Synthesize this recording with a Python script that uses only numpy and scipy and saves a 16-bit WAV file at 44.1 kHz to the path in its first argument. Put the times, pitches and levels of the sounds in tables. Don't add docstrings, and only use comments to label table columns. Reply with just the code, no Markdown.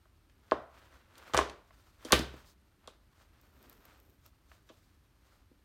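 import sys
import numpy as np
from scipy import signal
from scipy.fft import rfft, irfft
from scipy.io import wavfile

SR = 44100
rng = np.random.default_rng(int(sys.argv[2]) if len(sys.argv) > 2 else 0)


def transcribe(u):
    v = np.clip(np.atleast_2d(u).T, -1, 1)
    q = np.round(v * 32767).astype(np.int16)
    wavfile.write(sys.argv[1], SR, q)


N = 248724
TIME = np.arange(N) / SR


def from_db(db):
    return 10 ** (np.asarray(db) / 20)


def rms_one(x):
    return x / np.sqrt(np.mean(x ** 2) + 1e-20)


def at_hz(points, hz):
    known_hz, values = np.transpose(points)
    return np.interp(np.log(np.maximum(hz, 1)), np.log(known_hz), values)


def coloured(x, colour):
    hz = np.arange(N // 2 + 1) * SR / N + 1
    low_end = 1 + (colour[0][0] / hz) ** 6
    high_end = 1 + (hz / colour[-1][0]) ** 6
    gain = from_db(at_hz(colour, hz)) / np.sqrt(low_end * high_end)
    return rms_one(irfft(rfft(x) * gain, N))


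def band(x, low_hz, high_hz):
    for edge_hz, kind in ((low_hz, "high"), (high_hz, "low")):
        safe_hz = np.clip(edge_hz, 10, .45 * SR)
        x = signal.sosfilt(signal.butter(2, safe_hz, kind, fs=SR, output="sos"), x)
    return x


def drift(rate_hz):
    points = rng.standard_normal(1024)
    return rms_one(np.interp(TIME * rate_hz, np.arange(len(points)), points))


def ring(force, modes):
    out = np.zeros(N)
    for hz, db, t60_s in modes:
        radius = np.exp(-np.log(1000) / (t60_s * SR))
        angle = 2 * np.pi * hz / SR
        poles = [1, -2 * radius * np.cos(angle), radius * radius]
        out += from_db(db) * signal.lfilter([.5, 0, -.5], poles, force + 1e-18)
    return out


def add(track, start_s, sound):
    start = max(round(start_s * SR), 0)
    track[start:start + len(sound)] += sound[:max(N - start, 0)]


def grains(per_s, spread_db):
    size_db = spread_db * np.minimum(rng.exponential(1, N), 4)
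    sizes = from_db(size_db) * rng.standard_normal(N)
    return rms_one(sizes * (rng.random(N) < per_s / SR))


def diffuse(x, colour, t60s, build_s):
    edges_hz = np.geomspace(50, 17000, 25)
    white = rng.standard_normal((2, N))
    out = np.zeros(N)
    for k, (low_hz, high_hz) in enumerate(zip(edges_hz, edges_hz[1:])):
        sos = signal.butter(2, [low_hz, high_hz], "band", fs=SR, output="sos")
        centre_hz = np.sqrt(low_hz * high_hz)
        decay_s = at_hz(t60s, centre_hz) / (2 * np.log(1000))
        energy = signal.sosfilt(sos, x) ** 2
        for seconds in (build_s, decay_s):
            keep = np.exp(-1 / (seconds * SR))
            energy = signal.lfilter([1 - keep], [1, -keep], energy + 1e-20)
        carrier = rms_one(signal.sosfilt(sos, white[k % 2]))
        out += from_db(at_hz(colour, centre_hz)) * np.sqrt(energy) * carrier
    return out


def rumble():
    # f/Hz, relative level/dB
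    floor_colour = [(15, -33.5), (25, -7.5), (49, 4.5), (74, 3.5), (166, -12), (317, -12), (503, -24),
                    (1290, -24), (4250, -32), (7710, -41), (8830, -33.5), (10400, -40), (12900, -33.5),
                    (16000, -46.5)]
    level_db = -65.5
    return from_db(level_db) * coloured(rng.standard_normal(N), floor_colour)


def mitts(rub_db, hiss_db, flutter_db):
    # middle/s, length/s, rub level/dB re rub_db, hiss above rub/dB before gains
    strokes = [(0.488, 0.34, -73, -9), (0.777, 0.19, -65.5, -11.5), (0.909, 0.43, -66.5, -12),
               (1.299, 0.4, -56.5, -14), (1.83, 0.51, -72.5, -5), (2.114, 0.23, -53, -9),
               (2.342, 0.36, -64, -8), (2.49, 0.099, -72, 4.5), (2.88, .14, -67, -17), (3.2, 0.21, -71, -7),
               (3.4, 0.39, -72.5, -9.5), (3.666, 0.33, -67, -11), (3.905, 0.27, -65, -10.5),
               (4.26, 0.084, -70, -2.5), (4.54, 0.16, -71, -3.5), (4.782, 0.46, -79, -0.5),
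               (5.318, 0.29, -72, -7)]
    # f/Hz, relative level/dB
    rub_colour = [(130, -14.5), (270, -2), (420, -5.5), (580, -1), (770, -4.5), (1300, -0.5), (2100, -7.5),
                  (3600, -12), (5000, -21)]
    hiss_colour = [(2500, -9), (4300, -1.5), (6500, -5), (9000, -8.5), (10300, -13.5), (13000, -7),
                   (16000, -11)]
    curve = 1.9
    rub, hiss = from_db(-82.5), from_db(-87.5)
    for middle_s, length_s, db, above_db in strokes:
        drag = from_db(db) * np.exp(-curve * (2 * (TIME - middle_s) / length_s) ** 2)
        rub = np.hypot(rub, drag)
        hiss = np.hypot(hiss, from_db(above_db) * drag)
    flutter = from_db(flutter_db * drift(rate_hz=62))
    coarse = coloured(grains(per_s=7000, spread_db=2.5), rub_colour)
    fine = coloured(grains(per_s=20000, spread_db=2), hiss_colour)
    return flutter * (from_db(rub_db) * rub * coarse + from_db(hiss_db) * hiss * fine)


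def contact(db, hz, spread, chatter_ms, push_db, chatter_db):
    t = TIME[:4096]
    chatter = rng.standard_normal(len(t)) * np.exp(-1000 * t / max(chatter_ms, .1))
    blow = from_db(db + push_db) * (t == 0) + from_db(db + chatter_db) * chatter
    edges_hz = hz / spread, hz * spread
    return band(band(blow, *edges_hz), *edges_hz)


def disperse(x):
    # f/Hz, width/Hz
    bending = [(1050, 600), (3100, 730), (6800, 370)]
    for hz, width_hz in bending:
        radius = np.exp(-np.pi * width_hz / SR)
        poles = np.array([1, -2 * radius * np.cos(2 * np.pi * hz / SR), radius * radius])
        x = signal.lfilter(poles[::-1], poles, x)
    return x


def knocks(push_db, chatter_db, crack_db, ring_db, wash_db):
    # t/s, click level/dB, click f/Hz, thud lag/ms,
    # thud level/dB, thud f/Hz, chatter decay/ms, thud's pan share/dB, thud's counter share/dB
    knock_rows = [ (0.5124, -16.5, 3400, 6.6, 0, 720, 0.45, -35, -17.5),
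                  (1.3357, -20, 4500, 0.32, -14.5, 950, 5.2, 7.5, -1),
                  (1.345, -16, 6500, 0.39, -3.5, 860, 2.3, 8, 1.5),
                  (1.368, -15.5, 5500, 2.3, -20.5, 900, 4.6, -20, -4),
                  (1.3755, -4, 4700, 0.85, -5, 950, 1.38, 7, -22.5),
                  (1.388, -9, 3400, 0.98, -4, 809, 0.88, -13, -6.5),
                  (1.4102, -28.5, 3400, 2.4, -15.5, 780, 2.9, -7.5, -0.5),
                  (2.0489, -27, 5500, 2.34, -23.5, 260, 6.3, -13.5, -16.5),
                  (2.106, -24.5, 1400, 9.6, -14.5, 520, 7.5, -10, -8),
                  (2.1215, 5, 6500, 4.5, 2, 1900, 2.4, 4.5, -8.5),
                  (2.127, -1, 3600, 2.0, 2.5, 500, 1.5, 0, 2),
                  (2.1320, -15, 3000, 2.5, -2, 370, 1.16, -3, -2.5),
                  (2.192, -17, 6500, 1.5, -10.5, 260, 2.1, -9, -7),
                  (2.8747, -29.5, 5200, 2.7, -27.5, 520, 1.93, -3.5, -20.5),
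                  (4.6900, -42.5, 3300, 5.6, -38.5, 540, 10.5, -8, -14)]
    # t/s, force level/dB, f/Hz
    touch_rows = [(0.055, -47.5, 785), (0.127, -62.5, 790), (0.2974, -51, 2540), (1.1545, -42.5, 3180),
                  (1.1806, -35.5, 7050), (1.296, -35, 513), (1.497, -29, 3500), (1.7071, -42.5, 1110),
                  (2.34, -28, 240), (4.516, -40, 1289), (5.5143, -43.5, 210)]
    # f/Hz, relative level/dB, t60/s
    lid_modes = [(268, -19, 0.044), (326, -21.5, .07), (385, -19.5, 0.049), (499, -17.5, 0.036),
                 (622, -17, 0.05), (790, -23, 0.025), (943, -19, 0.024), (1060, -17.5, 0.043),
                 (1150, -19.5, 0.016), (1473, -23.5, 0.035), (1675, -23, 0.041), (1960, -30.5, .018),
                 (2520, -19.5, 0.0092), (3120, -17.5, 0.015), (3484, -22, 0.0077), (4220, -29.5, .01),
                 (5750, -24.5, .008), (6670, -20, 0.0026), (8560, -24, 0.007), (11900, -20.5, 0.0033),
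                 (13800, -23, .003)]
    pan_modes = [(328.1, -38.5, 0.24), (410, -43, 0.42), (496, -42.5, 0.17), (622, -44, .24),
                 (1063, -45, 0.26), (1190, -40, 0.27), (1544, -44.5, 0.35), (1960, -47, 0.3),
                 (2080, -46, 0.16), (2940, -44.5, 0.17), (2996, -39.5, .16), (3150, -42.5, 0.18),
                 (3284, -43, .12), (3500, -39.5, 0.23)]
    counter_modes = [(66, -30.5, 0.45), (126.7, -39.5, 0.55), (146.3, -41.5, 0.11), (254, -45.5, 0.028)]
    # f/Hz, relative level/dB; then f/Hz, t60/s
    wash_colour = [(125, -4), (260, 5), (490, -1), (860, -9.5), (1350, -5.5), (2250, -2.5), (3650, -1.5),
                   (4700, -13), (6800, -12.5), (14500, -16)]
    wash_t60 = [(280, 0.46), (3300, 0.12), (13500, 0.18)]
    click_spread, thud_spread, touch_spread = 2, 2.1, 2.7
    click_pan_db, touch_pan_db, touch_chatter_ms = -1.5, -5.5, 3

    on_lid, on_pan, on_counter = 1e-12 * rng.standard_normal((3, N))
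    contacts = []
    for s, click_db, click_hz, lag_ms, thud_db, thud_hz, chatter_ms, pan_db, counter_db in knock_rows:
        landing_s = s + lag_ms / 1000
        contacts.append((s, click_db, click_hz, click_spread, chatter_ms, click_pan_db))
        contacts.append((landing_s, thud_db, thud_hz, thud_spread, chatter_ms, pan_db))
        add(on_counter, landing_s, from_db([thud_db + counter_db]))
    for s, db, hz in touch_rows:
        contacts.append((s, db, hz, touch_spread, touch_chatter_ms, touch_pan_db))
    for s, db, hz, spread, chatter_ms, pan_db in contacts:
        force = contact(db, hz, spread, chatter_ms, push_db, chatter_db)
        add(on_lid, s, force)
        add(on_pan, s, from_db(pan_db) * force)

    lid = disperse(ring(on_lid, lid_modes) + from_db(crack_db) * on_lid)
    pan_ring = from_db(ring_db) * ring(on_pan, pan_modes)
    pan_wash = from_db(wash_db) * diffuse(on_pan, wash_colour, wash_t60, build_s=.002)
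    counter = band(ring(on_counter, counter_modes), low_hz=44.7, high_hz=600)
    return lid + pan_ring + pan_wash + counter


def pressure():
    start_s, firmest_s, end_s, fade_s = 3.4, 3.876, 4.3, .03
    tighten_db_per_s, relax_db_per_s = 11, 24
    firmest_db, waver_db = -74, 4
    late_s = TIME - firmest_s
    held = np.clip(np.minimum(TIME - start_s, end_s - TIME) / fade_s, 0, 1)
    slope_db = np.minimum(tighten_db_per_s * late_s, -relax_db_per_s * late_s)
    return held * from_db(firmest_db + slope_db + waver_db * drift(rate_hz=10))


def grip(sizzle_db, snag_db, snag_s, dull_db, shuffle_db):
    # t/s, level/dB re snag_db
    snags = [(3.4138, -44), (3.6272, -40), (3.697, -33), (3.7284, -40), (3.8531, -34.5), (4.0004, -41),
             (4.262, -37.5)]
    creep = pressure()
    slips = from_db(sizzle_db) * creep * grains(per_s=2000, spread_db=3.5)
    t = TIME[:1024]
    for s, db in snags:
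        burst = rng.standard_normal(len(t)) * np.exp(-t / snag_s)
        add(slips, s, from_db(db + snag_db) * burst)
    thin = ring(slips, [(13220, -16.0, 0.002)])
    dull = from_db(dull_db) * band(slips, low_hz=3000, high_hz=10800)
    padding = rms_one(band(rng.standard_normal(N), low_hz=211.0, high_hz=339))
    return thin + dull + from_db(shuffle_db) * creep * padding


def kitchen(near):
    # f/Hz, level/dB
    room_echo = [(64, -15.5), (150, -7), (320, -10), (600, -11.5), (1120, -13.5), (2050, -11.5),
                 (3750, -8.5), (5400, -9.5), (9100, -14.5), (14200, -12)]
    # f/Hz, t60/s
    room_t60 = [(110, 0.34), (320, 0.26), (750, 0.48), (1600, 0.47), (3600, 0.38), (7200, 0.29),
                (14500, 0.28)]
    return diffuse(near, room_echo, room_t60, build_s=0.0019)


def scene():
    struck = knocks(push_db=-5.5, chatter_db=-18.5, crack_db=-12.0, ring_db=2.5, wash_db=11.5)
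    gripped = grip(sizzle_db=7, snag_db=-4, snag_s=.0015, dull_db=-10, shuffle_db=4)
    near = struck + gripped
    cloth = mitts(rub_db=1.2, hiss_db=2.5, flutter_db=1.5)
    return (near + kitchen(near) + cloth + rumble())[None]


def record(dry):
    ceiling, cutoff_hz = .8, 16000
    heard = signal.sosfilt(signal.butter(2, 32, "high", fs=SR, output="sos"), dry)
    rounded = ceiling * np.tanh(heard / ceiling)
    return signal.sosfilt(signal.ellip(10, .1, 80, cutoff_hz, fs=SR, output="sos"), rounded)


dry = scene()
out = record(dry)
transcribe(out)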